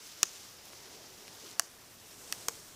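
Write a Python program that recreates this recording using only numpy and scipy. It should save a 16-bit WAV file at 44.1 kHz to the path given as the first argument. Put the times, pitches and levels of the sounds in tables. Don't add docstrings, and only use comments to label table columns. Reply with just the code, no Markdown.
import sys
import numpy as np
from scipy import signal
from scipy.io import wavfile

SR = 44100
rng = np.random.default_rng(int(sys.argv[2]) if len(sys.argv) > 2 else 0)


def makeup_ratio(level_db):
    decades = np.asarray(level_db, float) / 20
    return 10 ** decades


def unload_audio(sound):
    columns = np.transpose(np.atleast_2d(sound))
    steps = np.round(np.clip(columns, -1, 1) * 32767)
    wavfile.write(sys.argv[1], SR, steps.astype(np.int16))


N = 121275
LEFT_RIGHT = np.array([[1], [-1]])


def rms_one(x):
    return x / np.sqrt(np.mean(x ** 2) + 1e-20)


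def drift(rate):
    r = np.exp(-80 * np.pi * rate / SR)
    slow = signal.lfilter([1], [1, -2 * r, r * r], rng.standard_normal(N // 40 + 2002))
    slow = slow[2000:]
    return np.interp(np.arange(N) / 40, np.arange(len(slow)), rms_one(slow))


def resonate(x, hz, width_hz):
    r = np.exp(-np.pi * width_hz / SR)
    w = 2 * np.pi * min(hz, 19000) / SR
    return signal.lfilter([np.sin(w), 0, -np.sin(w) * r], [1, -2 * r * np.cos(w), r * r], x + 1e-18)


def colour(x, spectrum, patchy_db):
    hz, db = np.transpose(spectrum)
    edges = 22 * 2 ** np.arange(0, 9.9, .5)
    total = 0
    for k, (low, high) in enumerate(zip(edges, edges[1:])):
        band_db = np.interp(np.log(low * high) / 2, np.log(hz), db, left=-60)
        bandpass = signal.butter(2, [low, high], "band", fs=SR, output="sos")
        band = signal.sosfilt(bandpass, x[k % 2])
        total = total + makeup_ratio(band_db + patchy_db * drift(11.0)) * band
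    return rms_one(total)


def top_cut(x, hz):
    return signal.sosfilt(signal.cheby2(14, 70, hz * 1.015, fs=SR, output="sos"), x)


# f/Hz, level/dB per Hz
FLOOR = [(25, -10), (45, -10.5), (100, -3), (250, -6), (600, -7.5), (1600, -10.5), (8000, -17),
         (16000, -14.5)]
# f/Hz, level/dB per Hz
FLOOR_SIDE = [(25, -5), (60, -1.5), (300, -1.5), (1100, -6.5), (2200, -10.5), (5800, -7.5), (7000, -7.5),
              (16000, -4)]


def room_floor():
    middle = makeup_ratio(-57.5) * colour(rng.standard_normal((2, N)), FLOOR, patchy_db=1.43)
    side = makeup_ratio(-70) * colour(rng.standard_normal((2, N)), FLOOR_SIDE, patchy_db=1.0)
    return middle + side * LEFT_RIGHT


# f/Hz, level/dB per Hz
CRACKLE_COLOUR = [(500, -16.5), (1200, -7.5), (2500, -5.5), (4000, -0.5), (5600, -2), (7500, -5),
                  (9500, -12), (15500, -17)]


def glue_crackle(sheen):
    grains_per_s, spread_db = 7000, 2.5
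    sizes = makeup_ratio(spread_db * np.minimum(rng.exponential(1, (2, N)), 5)) * rng.choice([-1, 1], (2, N))
    breaks = rng.random((2, N)) < grains_per_s * makeup_ratio(1.5 * drift(25)) / SR
    crackle = colour(sizes * breaks + 1e-18, CRACKLE_COLOUR, patchy_db=0.46)
    crackle = crackle + 0.43 * rms_one(resonate(crackle, 5860, 1300))
    treble = signal.butter(2, 7800, "high", fs=SR, output="sos")
    crackle = crackle + sheen * 1.96 * signal.sosfilt(treble, crackle)
    strip_ring = rms_one(resonate(crackle, 8460, 1200))
    return crackle + 0.66 * sheen ** 2 * strip_ring


# f/Hz, width/Hz, level/dB
STRIP_MODES = [(247, 190, -5.5), (389, 107, 0), (622, 215, -3.5), (920, 290, -7)]


def strip_drum():
    drum = 0
    for hz, width_hz, db in STRIP_MODES:
        flicker_db = 2 * drift(13)
        mode = rms_one(resonate(rng.standard_normal(N), hz, width_hz))
        drum = drum + makeup_ratio(db + flicker_db) * mode
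    return rms_one(drum)


# t/s, crackle level/dB, strip drumming level/dB, extra sheen of the crackle (0-2)
PULL = [(0, -54, -72, 0.23), (.07, -50.5, -69, 0.3), (.16, -54, -69, 0.11), (.33, -51.5, -64.5, .2),
        (.48, -52.5, -69, 0.18), (.56, -57.5, -70, 0.092), (.74, -53.5, -61, 0.087),
        (.95, -54.5, -58.5, 0.046), (1.18, -56, -63.5, .05), (1.32, -54.5, -59.5, 0.12),
        (1.48, -52, -60, 0.25), (1.58, -58.5, -62, 0.12), (1.72, -61.5, -70, 0.4), (1.95, -61, -72, 0.44),
        (2.12, -56.5, -64.5, 0.53), (2.31, -52.5, -58, 0.68), (2.52, -54, -59.5, 0.68),
        (2.75, -57.5, -71.5, 0.56)]


def peel():
    s, *columns = np.transpose(PULL)
    crackle_db, drum_db, sheen = [np.interp(np.arange(N) / SR, s, column) for column in columns]
    crackle = makeup_ratio(crackle_db - 1.5) * glue_crackle(sheen)
    bench = makeup_ratio(-57.5) * sheen ** 2 * rms_one(resonate(rng.standard_normal(N), 59.7, 150))
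    drum = makeup_ratio(drum_db + 0.3) * strip_drum()
    return crackle + drum + bench


# t/s, peak level/dB, f/Hz
TICKS = [(.075, -41, 9000), (.211, -42, 3000), (.655, -37.5, 12500), (.733, -39, 800), (1.2737, -42, 9000),
         (1.280, -35, 2400), (1.2812, -39, 950), (1.4608, -41, 3000), (1.4615, -43, 1200),
         (1.466, -41, 4000), (1.4793, -42, 4200), (1.491, -39, 5000), (1.5087, -39, 6000),
         (1.5133, -37, 4500)]


def ticks():
    out = np.zeros(N)
    for s, db, hz in TICKS:
        drive = makeup_ratio(-60 * np.arange(256) / SR / .006) * rng.standard_normal(256)
        drive[0] = 3
        tick = resonate(drive, hz, hz / 1.8)
        start = int(s * SR)
        out[start:start + 256] += makeup_ratio(db) * tick / np.abs(tick).max()
    return out


SNAP_S = [
    .2302,
    1.5955,
    2.3244,
    2.484,
]
# peak level/dB, second of them after ms, its strength re the first
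SNAPS = [(-1.5, 0.4, -4.5), (-4.5, 0.33, -3), (-13.5, .36, 1.95), (-13, 0.97, 1.14)]
# ms after the first, strength re the first
FURTHER_BREAKS = [(1.45, 0.25), (.85, -0.21), (1.24, -0.02), (.4, -0.82)]
# f/Hz, width/Hz, level/dB
SNAP_RINGS = [
    [(610, 660, -16), (1240, 164, -6.5), (1640, 240, -12), (2680, 340, -4.5), (3210, 150, -8.5),
     (3630, 280, -9), (4200, 150, -9), (4960, 380, 0.5), (6240, 850, 0), (7180, 630, -1.5), (8160, 570, -7),
     (10130, 470, -8), (11500, 490, -16.5), (15000, 3300, -17.5)],
    [(715, 81, 3), (1136, 240, -3), (1770, 220, -4), (2850, 300, -8.5), (3560, 140, -9.5),
     (4570, 300, -4.5), (5760, 660, -0.5), (6830, 700, 1), (8530, 570, -4), (9950, 660, -3.5),
     (12500, 1400, -13), (15250, 780, -10)],
    [(550, 390, -14.5), (1190, 270, -1), (1650, 144, 4.5), (1980, 150, -2), (2650, 170, -1.5),
     (3380, 250, -1.5), (4400, 350, 3), (5100, 440, 1), (6000, 870, -1.5), (8900, 730, -5),
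     (11100, 850, -7), (13900, 900, -9)],
    [(695, 400, -9), (1050, 210, -2.5), (1600, 190, 1), (2360, 270, -3.5), (3400, 640, -8), (4330, 220, -9),
     (4620, 260, -2.5), (5530, 260, 3.5), (6730, 320, 3), (7960, 420, -1), (8850, 400, -4),
     (10800, 560, -7.5), (12600, 640, -8), (14480, 500, -8)],
]
# f/Hz, level/dB
SNAP_PUSH = [(370, -34), (717, -28.5), (904, -54), (460, -34.5)]
SNAP_THUD_DB = [-35.5, -41, -50, -35.5]
# f/Hz, width/Hz
SNAP_NOTCHES = [
    [(800, 110), (1430, 110), (1850, 120), (3050, 140), (4000, 200), (4500, 180), (5500, 290), (8650, 200),
     (12600, 520)],
    [(930, 250), (2150, 210), (7400, 340), (9100, 670), (14000, 600), (14900, 1300)],
    [(2150, 120), (3900, 350), (12700, 600), (15600, 700)],
    [(1950, 300), (2850, 180), (6250, 180), (8450, 200), (11800, 250), (12350, 250), (15500, 1400)],
]
SNAP_ECHO_DB = [-27, -25, -25, -19]
SNAP_SIDE_DB = [-23, -23, -33, -40]
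SNAP_PAN_DB = [0, 0, -1.2, 0]


def fibre_breaks(k, t):
    _, gap_ms, second = SNAPS[k]
    further_ms, further = FURTHER_BREAKS[k]
    strongest = max(1, abs(second))
    rustle = makeup_ratio(-22.5 - 60 * t / 0.014) * resonate(rng.standard_normal(len(t)), 2350, 4700)
    drive = rustle * strongest * (t > .0009)
    drive[0] = -1
    drive[int(gap_ms * SR / 1000)] -= second
    drive[int(further_ms * SR / 1000)] -= further
    ring = 0
    for j, (hz, width_hz, db) in enumerate(SNAP_RINGS[k]):
        gain = (-1) ** j * makeup_ratio(db) * width_hz / np.sin(2 * np.pi * hz / SR)
        ring = ring + gain * resonate(drive, hz, 1.24 * width_hz)
    crack = makeup_ratio(-14) * np.diff(drive, prepend=0) / strongest
    snap = ring / np.abs(ring).max() + crack
    return snap / np.abs(snap).max()


def snap_at_panel(k, t):
    push_hz, push_db = SNAP_PUSH[k]
    push = makeup_ratio(push_db) * np.sin(2 * np.pi * push_hz * t) * makeup_ratio(-60 * t / 0.036)
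    turn = 2 * np.pi * 323 * t
    thud = makeup_ratio(SNAP_THUD_DB[k]) * np.e * turn * np.exp(-turn)
    snap = makeup_ratio(SNAPS[k][0]) * fibre_breaks(k, t) - push + thud
    for hz, width_hz in SNAP_NOTCHES[k]:
        snap = signal.lfilter(*signal.iirnotch(hz, hz / width_hz, fs=SR), snap)
    return snap + makeup_ratio(SNAP_ECHO_DB[k]) * np.roll(snap, int(.0088 * SR))


def snaps():
    out = np.zeros((2, N))
    t = np.arange(2048) / SR
    for k, s in enumerate(SNAP_S):
        snap = snap_at_panel(k, t)
        smear = rng.standard_normal(len(t)) * np.exp(-t / 0.00044)
        smear = smear / np.sqrt(np.sum(smear ** 2))
        side = makeup_ratio(SNAP_SIDE_DB[k]) * np.convolve(snap, smear)[:len(t)]
        pan = makeup_ratio(0.5 * LEFT_RIGHT * SNAP_PAN_DB[k])
        start = int(s * SR)
        out[:, start:start + len(t)] += snap * pan + side * LEFT_RIGHT
    return out


# lag/s, level/dB
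ECHOES = [(.0095, -54), (.0172, -50), (.0235, -28.5)]


def workshop(x):
    t = np.arange(SR // 2) / SR
    tail = rms_one(resonate(rng.standard_normal(len(t)), 5600, 2800)) + 1.1 * rng.standard_normal(len(t))
    build_up = np.clip((t - .004) / 0.039, 0, 1)
    reply = makeup_ratio(-40 - 60 * t / 0.25) * tail * build_up / 3.8
    for k, (lag_s, db) in enumerate(ECHOES):
        smear_s = 0.0017 * (k + 0.24)
        smear = rng.standard_normal(200) * np.exp(-t[:200] / smear_s)
        start = int(lag_s * SR)
        reply[start:start + 200] += makeup_ratio(db) * smear / np.sqrt(np.sum(smear ** 2))
    return signal.fftconvolve(x, reply)[:N]


def scene():
    hits = snaps()
    floor = room_floor()
    bed = workshop(hits.mean(axis=0)) + peel() + ticks() + floor
    return hits + top_cut(bed, 15980)


def band_limit(x):
    return signal.sosfilt(signal.butter(12, 17140, fs=SR, output="sos"), x)


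def record(dry):
    mix = top_cut(dry, 16850)
    return band_limit(mix)


dry = scene()
out = record(dry)
unload_audio(out)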